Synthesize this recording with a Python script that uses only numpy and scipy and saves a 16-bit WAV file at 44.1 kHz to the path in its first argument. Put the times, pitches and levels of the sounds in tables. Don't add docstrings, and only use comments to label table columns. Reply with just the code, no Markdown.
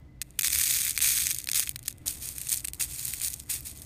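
import sys
import numpy as np
from scipy import signal
from scipy.fft import rfft, irfft
from scipy.io import wavfile
from scipy.ndimage import uniform_filter1d

SR = 44100
rng = np.random.default_rng(int(sys.argv[2]) if len(sys.argv) > 2 else 0)


def to_wav(sig):
    pcm = np.clip(np.atleast_2d(sig), -1, 1) * 32767
    pcm = np.round(pcm).astype(np.int16)
    wavfile.write(sys.argv[1], SR, pcm.T)


def volts_from_db(level):
    exponent = np.asarray(level, float) / 20
    return 10 ** exponent


N = 169785
CONTACT_SAMPLES = 512


def evened(x):
    return x / np.sqrt(np.mean(x ** 2) + 1e-20)


def coloured(x, points):
    table_hz, table_db = np.transpose(points)
    hz = np.fft.rfftfreq(x.shape[-1], 1 / SR)
    gain_db = np.interp(np.log(hz + 1), np.log(table_hz), table_db)
    return irfft(rfft(x) * volts_from_db(gain_db), x.shape[-1])


def filtered(x, order, hz, kind):
    return signal.sosfilt(signal.butter(order, hz, kind, fs=SR, output="sos"), x)


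def drift(hz):
    noise = uniform_filter1d(rng.standard_normal(N), size=60)
    return evened(signal.lfilter([1], [1, -np.exp(-2 * np.pi * hz / SR)], noise))


def unit_energy(templates):
    return templates / np.linalg.norm(templates, axis=1, keepdims=True)


# freq_hz, level_db_per_hz
BEAD_COLOUR = [(900, -53), (2000, -19), (3500, -9.5), (6000, -0.5), (8500, 3), (11000, -4.5), (15500, -5)]


def bead_snaps(count):
    rattle_s, after_db, own_colour_db = 0.00028, -10, 2.5
    n = np.arange(CONTACT_SAMPLES)
    t = n / SR
    decay_s = rattle_s * rng.uniform(0.6, 1.6, (count, 1))
    decay = np.exp(-t / decay_s) + volts_from_db(after_db) * np.exp(-t / decay_s / 5)
    raw = np.roll(rng.standard_normal((count, CONTACT_SAMPLES)) * decay, 24, axis=1)
    own = evened(uniform_filter1d(rng.standard_normal((count, 257)), size=40, axis=1))
    raw = irfft(rfft(raw) * volts_from_db(own_colour_db * own), CONTACT_SAMPLES)
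    snap = np.roll(coloured(raw, BEAD_COLOUR), -16, axis=1)
    fade_in, fade_out = np.minimum(n / 8, 1), np.minimum((CONTACT_SAMPLES - n) / 64, 1)
    return unit_energy(snap * fade_in * fade_out)


# freq_hz, width_hz, level_db
WALL_MODES = [(2050, 300, -4), (2450, 280, 4), (3500, 300, 1), (4400, 400, -4)]


def wall_knocks(count):
    spread_db, tuning_spread, low_cut_hz = 4, 0.061, 1540
    t = np.arange(CONTACT_SAMPLES)[:, None, None] / SR
    hz, width_hz, level_db = np.transpose(WALL_MODES)
    weight, tuning = rng.standard_normal((2, count, len(hz)))
    decay = volts_from_db(level_db + spread_db * weight) * np.exp(-np.pi * width_hz * t)
    modes = decay * np.sin(2 * np.pi * hz * (1 + tuning_spread * tuning) * t)
    return unit_energy(filtered(modes.sum(2).T, 2, low_cut_hz, "high"))


def contact_sound(train, knock, count=32):
    pick, out = rng.integers(0, count, N), np.zeros(N)
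    varied_knock = knock * volts_from_db(2 * rng.standard_normal(N))
    for k, (snap, ring) in enumerate(zip(bead_snaps(count), wall_knocks(count))):
        out += signal.oaconvolve(train * (pick == k), snap)[:N]
        out += signal.oaconvolve(varied_knock * (pick == k), ring)[:N]
    return filtered(out, 4, 1030, "high")


def clumped_contacts(table, per_s, growth, size_db, clump_db, knock_db):
    edge_db = -30
    biggest = 2.6
    t, power = np.arange(N) / SR, np.full(N, 1e-12)
    for start_s, rise_s, hold_s, fall_s, level_db in table:
        before = (start_s + rise_s - t) / rise_s
        after = (t - start_s - rise_s - hold_s) / fall_s
        edge = np.maximum(np.maximum(before, after), 0)
        power += volts_from_db(2 * (level_db + edge_db * edge)) * (t > start_s)
    rate = per_s * (power / 0.0017) ** (growth / 2)
    clump = volts_from_db(clump_db * drift(40))
    size = volts_from_db(size_db * np.minimum(rng.exponential(1, N), biggest)) * rng.choice([-1, 1], N)
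    hit = rng.random(N) < rate * clump / clump.mean() / SR
    train = hit * evened(size) * np.sqrt(power * SR / rate)
    return np.array([train, train * volts_from_db(knock_db)])


# start_s, rise_s, hold_s, fall_s, level_db
SHOWER_MOVES = [(.213, 0.0026, 0.0094, 0.018, -52), (.388, 0.0015, 0.0045, 0.0097, -20.5),
                (.43, 0.0063, 0.03, 0.065, -24), (.495, 0.017, 0.11, 0.033, -27.5),
                (.59, 0.02, 0.2, 0.25, -25.5), (.82, 0.02, 0.046, 0.078, -33),
                (.962, 0.021, 0.013, 0.082, -45), (1.003, 0.014, 0.098, 0.35, -22.5),
                (1.13, 0.037, 0.07, 0.084, -30), (1.25, 0.0095, 0.069, 0.03, -34),
                (1.34, 0.01, 0.057, 0.0192, -40), (1.468, 0.0072, 0.066, 0.053, -45),
                (1.543, 0.0013, 0.03, 0.15, -23), (1.655, 0.0045, 0.058, .012, -47),
                (1.85, 0.0017, 0.042, 0.0095, -48.5)]


def showers():
    return clumped_contacts(SHOWER_MOVES, per_s=4483, growth=0.97, size_db=7.5, clump_db=2, knock_db=-15)


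# start_s, rise_s, hold_s, fall_s, level_db
STROKE_MOVES = [(2.056, 0.0047, 0.037, 0.086, -32.5), (2.07, 0.025, 0.027, 0.61, -40.5),
                (2.2, 0.021, 0.068, 0.13, -35.5), (2.34, 0.015, 0.23, 0.11, -42),
                (2.44, 0.083, 0.0068, 0.063, -26.5), (2.56, 0.01, 0.01, 0.026, -51),
                (2.64, 0.0023, 0.0029, 0.035, -48), (2.67, 0.0024, 0.0081, 0.042, -41.5),
                (2.742, 0.0021, 0.002, 0.035, -38.5), (2.772, 0.0024, 0.023, .02, -57),
                (2.794, 0.0041, 0.03, 0.081, -28.5), (2.85, 0.05, 0.14, 0.14, -38.5),
                (2.93, 0.066, 0.12, 0.5, -35.5), (3.17, 0.056, 0.034, 0.11, -30),
                (3.3, 0.033, 0.014, 0.03, -47), (3.485, 0.012, 0.049, 0.087, -29),
                (3.54, 0.042, 0.034, 0.41, -49.5), (3.64, 0.014, 0.034, 0.11, -38.5),
                (3.73, 0.02, 0.096, 0.089, -49)]


def strokes():
    return clumped_contacts(STROKE_MOVES, per_s=5003, growth=0.3, size_db=4.5, clump_db=3, knock_db=-17.5)


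# start_s, rise_s, hold_s, fall_s, level_db
RUSTLE_MOVES = [
    (.225, 0.016, 0.22, .02, -68),
    (1.415, .005, .06, .02, -63),
    (1.70, 0.019, 0.2, .1, -65),
    (1.9, 0.011, 0.17, .03, -69),
    (3.41, 0.011, 0.15, 0.01, -71),
]


def rustle():
    return clumped_contacts(RUSTLE_MOVES, per_s=15000, growth=0.5, size_db=1, clump_db=-3.5, knock_db=-4.5)


# time_s, peak_db, knock_rel_db
SINGLE_BEADS = [(0.2152, -10, -8), (0.2163, -9.5, -11.5), (0.2207, -13, -13.5), (0.2255, -21, -13),
                (0.3059, -29.5, -37), (0.3913, -6.5, -5.5), (0.41, -6, -10), (0.4316, -4, -7),
                (0.976, -1.5, -6.5), (1.3851, -5.5, -27), (1.4415, -12, -24), (1.4719, -9, -10),
                (1.6919, -3, -17), (1.759, -7.5, -14.5), (1.7616, -21, -9), (1.7912, -19.5, -13),
                (1.8282, -24, -21), (1.8584, -16.5, -26), (1.8796, -3, -15), (1.8819, -4.5, -13.5),
                (1.8976, -25, -22), (1.9087, -20.5, -16), (1.926, -23.5, -21), (1.9815, -31.5, -13),
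                (2.2881, -11, -20), (2.3816, -11, -13.5), (2.4144, -11, -22), (2.4699, -14.5, -8),
             (2.4877, -12.5, -24), (2.5272, -4, -25), (2.5422, -4.5, -40), (2.646, -13.5, -5.5),
             (2.6832, -9.5, -12.5), (2.7339, -11.5, -21), (2.809, -13, -5), (3.0495, -10, -27),
             (3.136, -7, -12), (3.2818, -5, -43), (3.338, -12, -23), (3.3995, -15.5, -22),
             (3.5046, -31, -15), (3.6067, -19, -25), (3.7137, -22, -12), (3.8188, -20.5, -26),
                (0.4195, -7, -17), (0.4452, -3, -5), (0.462, -10.5, -1), (0.481, -4.5, -9.5), (0.5023, -6, -9),
             (0.5577, -6, -6.5), (0.8648, -11, -3), (0.8939, -4, -18), (0.9072, -3, -21),
             (0.9645, -12, -18), (1.004, -10.5, -4), (1.2683, 0.5, -11), (1.302, -8, -24),
             (1.3457, -6.5, -23), (1.488, -4.5, -4.5), (1.498, -11, -11), (1.515, -3.5, -13),
             (1.5322, -4.5, -12), (1.5952, 3, -34), (1.836, -30, -30), (2.08, -2.5, -23)]
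# time_s, peak_db, knock_rel_db
BARE_GLASS = [
    (1.6735, -17, 4),
    (1.627, -21, 3),
    (3.21, -25, 4),
]
# time_s, peak_db
SHOWER_PEAKS = [(0.3947, -18), (0.441, -11), (0.4496, -11), (0.471, -4), (0.5307, -2.5), (0.5488, -4),
                (0.5862, -1.5), (0.5975, -4), (0.6363, -1.5), (0.6703, -8), (0.7088, -1), (0.7384, -4),
                (0.7939, -13), (0.8107, -18), (0.85, -4), (0.8778, -6.5), (0.882, -10), (0.9144, -17),
                (0.9193, -27), (0.9299, -22), (0.937, -31), (0.9838, -11), (0.9898, -6.5), (1.0095, -13),
                (1.017, -24), (1.0372, -7), (1.0443, -3), (1.0598, -5), (1.1206, -4), (1.1598, -10),
                (1.1698, -7), (1.176, -7), (1.185, -4.5), (1.2013, -6), (1.2186, -12), (1.2208, -9),
                (1.2573, -7), (1.2765, -15), (1.286, -25), (1.3071, -3.5), (1.3128, -4), (1.3629, -13),
                (1.392, -22.5), (1.3984, -25), (1.4125, -29), (1.4358, -29), (1.5228, -32), (1.6022, -4),
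                (1.6136, -14), (1.632, -10), (1.636, -14), (1.6777, -18), (1.7038, -30), (1.708, -32),
                (1.762, -33), (1.8514, -32), (1.867, -23), (1.8827, -27), (1.9046, -24), (1.9145, -29)]
STIR_PEAKS = [(2.0695, -9), (2.077, -9), (2.1035, -22), (2.2303, -17), (2.4186, -20), (2.4341, -20),
              (2.4923, -6), (2.5004, -13), (2.5182, -4), (2.5374, -5), (2.5592, -13), (2.5686, -13),
              (2.5733, -7.5), (2.5778, -15), (2.5824, -16), (2.5959, -18), (2.6042, -17), (2.6424, -26),
              (2.6481, -15), (2.6507, -8), (2.6728, -24), (2.6807, -27), (2.7457, -37), (2.8113, -4.5),
              (2.816, -14), (2.8235, -4), (3.0531, -8), (3.0703, -11.5), (3.079, -12), (3.1421, -16),
              (3.1997, -15), (3.2158, -9), (3.239, -19), (3.2465, -5), (3.2596, -10), (3.2747, -16),
              (3.3026, -16), (3.3232, -20), (3.3324, -13), (3.3403, -11.5), (3.3617, -27), (3.3738, -33),
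              (3.3784, -34), (3.3954, -22), (3.4064, -28), (3.5108, -16), (3.5536, -26), (3.6943, -29),
              (3.7613, -28), (3.7737, -25)]


def lone_beads():
    shower_knock_db, stir_knock_db = -12.5, -24
    lag_s, bounce_s, level_db, bounce_db = 0.0006, 0.0014, 3.5, -9
    rows = SINGLE_BEADS + BARE_GLASS
    rows = rows + [(*row, shower_knock_db) for row in SHOWER_PEAKS]
    rows = rows + [(*row, stir_knock_db) for row in STIR_PEAKS]
    time_s, peak_db, knock_rel_db = np.transpose(rows)
    draws = rng.random((len(rows), 6))
    train, knock = np.zeros(N), np.zeros(N)
    for k in range(4):
        wait_s = lag_s + bounce_s * k * (0.5 + draws[:, k - 1])
        at = np.minimum(((time_s + wait_s) * SR).astype(int), N - 1)
        train[at] += volts_from_db(peak_db + level_db + k * bounce_db * (1 + draws[:, k + 2]))
        knock[at] = volts_from_db(knock_rel_db)
    return np.array([train, train * knock])


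# freq_hz, width_hz, level_db
HOLLOW_MODES = [(2890, 40, -3), (3960, 900, 1), (5880, 930, -6), (6580, 250, 5), (7310, 165, -6.5),
                (9560, 410, 3.5), (10180, 530, -6), (11100, 1310, 4.5)]


def hollow(x, depth):
    hz = np.fft.rfftfreq(N, 1 / SR)

    def tuned(shift):
        gain_db = sum(db * np.exp(-0.5 * ((hz - mode_hz * shift) / width_hz) ** 2)
                      for mode_hz, width_hz, db in HOLLOW_MODES)
        return irfft(rfft(x) * volts_from_db(depth * gain_db), N)

    share = 0.5 + 0.5 * np.tanh(drift(0.75))
    return share * tuned(0.98) + (1 - share) * tuned(1.02)


def skin(train):
    level_db, centre_hz = -34.5, 1130
    push = np.sqrt(abs(uniform_filter1d(train ** 2, size=1500)))
    scrape = push ** 0.5 * rng.standard_normal(N)
    return volts_from_db(level_db) * filtered(scrape, 2, [centre_hz / 2, centre_hz * 2], "band")


# time_s, level_db
THUMP_TIMES = [
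    (2.058, -48.5),
    (2.799, -49.5),
    (3.491, -51.5),
]


def thumps():
    t, level = np.arange(N) / SR, np.zeros(N)
    for time_s, level_db in THUMP_TIMES:
        decay = volts_from_db(level_db - 620 * abs(t - time_s))
        level += decay * np.clip((t - time_s) / 0.0033, 0, 1)
    return level * evened(filtered(rng.standard_normal(N), 2, [300, 1200], "band"))


# freq_hz, level_db_per_hz
AIR_COLOUR = [(25, -18), (70, 0), (140, -14.5), (300, -17.5), (420, -25.5), (700, -28), (800, -33),
              (12000, -55)]
# freq_hz, width_hz, rms_db
ROOM_HUMS = [(65.8, 10, -57.5), (125.3, 14.6, -55), (297.7, 15.4, -67), (2020, 21, -74)]


def air():
    level_db = -49.5 - 2.5 + 1.7 * drift(2.8)
    out = volts_from_db(level_db) * evened(coloured(rng.standard_normal(N), AIR_COLOUR))
    for hz, width_hz, rms_db in ROOM_HUMS:
        r = np.exp(-np.pi * width_hz / SR)
        poles = [1, -2 * r * np.cos(2 * np.pi * hz / SR), r * r]
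        out += volts_from_db(rms_db) * evened(signal.lfilter([1], poles, rng.standard_normal(N)))
    return out


def scene():
    hand_in_s, open_depth, closed_depth = 2.0, 0.52, 0.82
    single, covered = lone_beads(), np.arange(N) / SR > hand_in_s
    falling = showers() + single * ~covered
    pushed = strokes() + rustle()
    beads = hollow(contact_sound(*falling), open_depth)
    beads += hollow(contact_sound(*(pushed + single * covered)), closed_depth)
    return (beads + skin(pushed[0]) + thumps() + air())[None]


# freq_hz, level_db
BAND_EDGE = [(15200, 0), (15380, -22), (15850, -36), (16000, -60)]


def microphone(dry):
    limit = 0.55
    return coloured(limit * np.tanh(dry / limit), BAND_EDGE)


def low_pass(x):
    return signal.sosfilt(signal.butter(12, 16500, fs=SR, output="sos"), x)


def record(dry):
    return low_pass(microphone(dry))


dry = scene()
out = record(dry)
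to_wav(out)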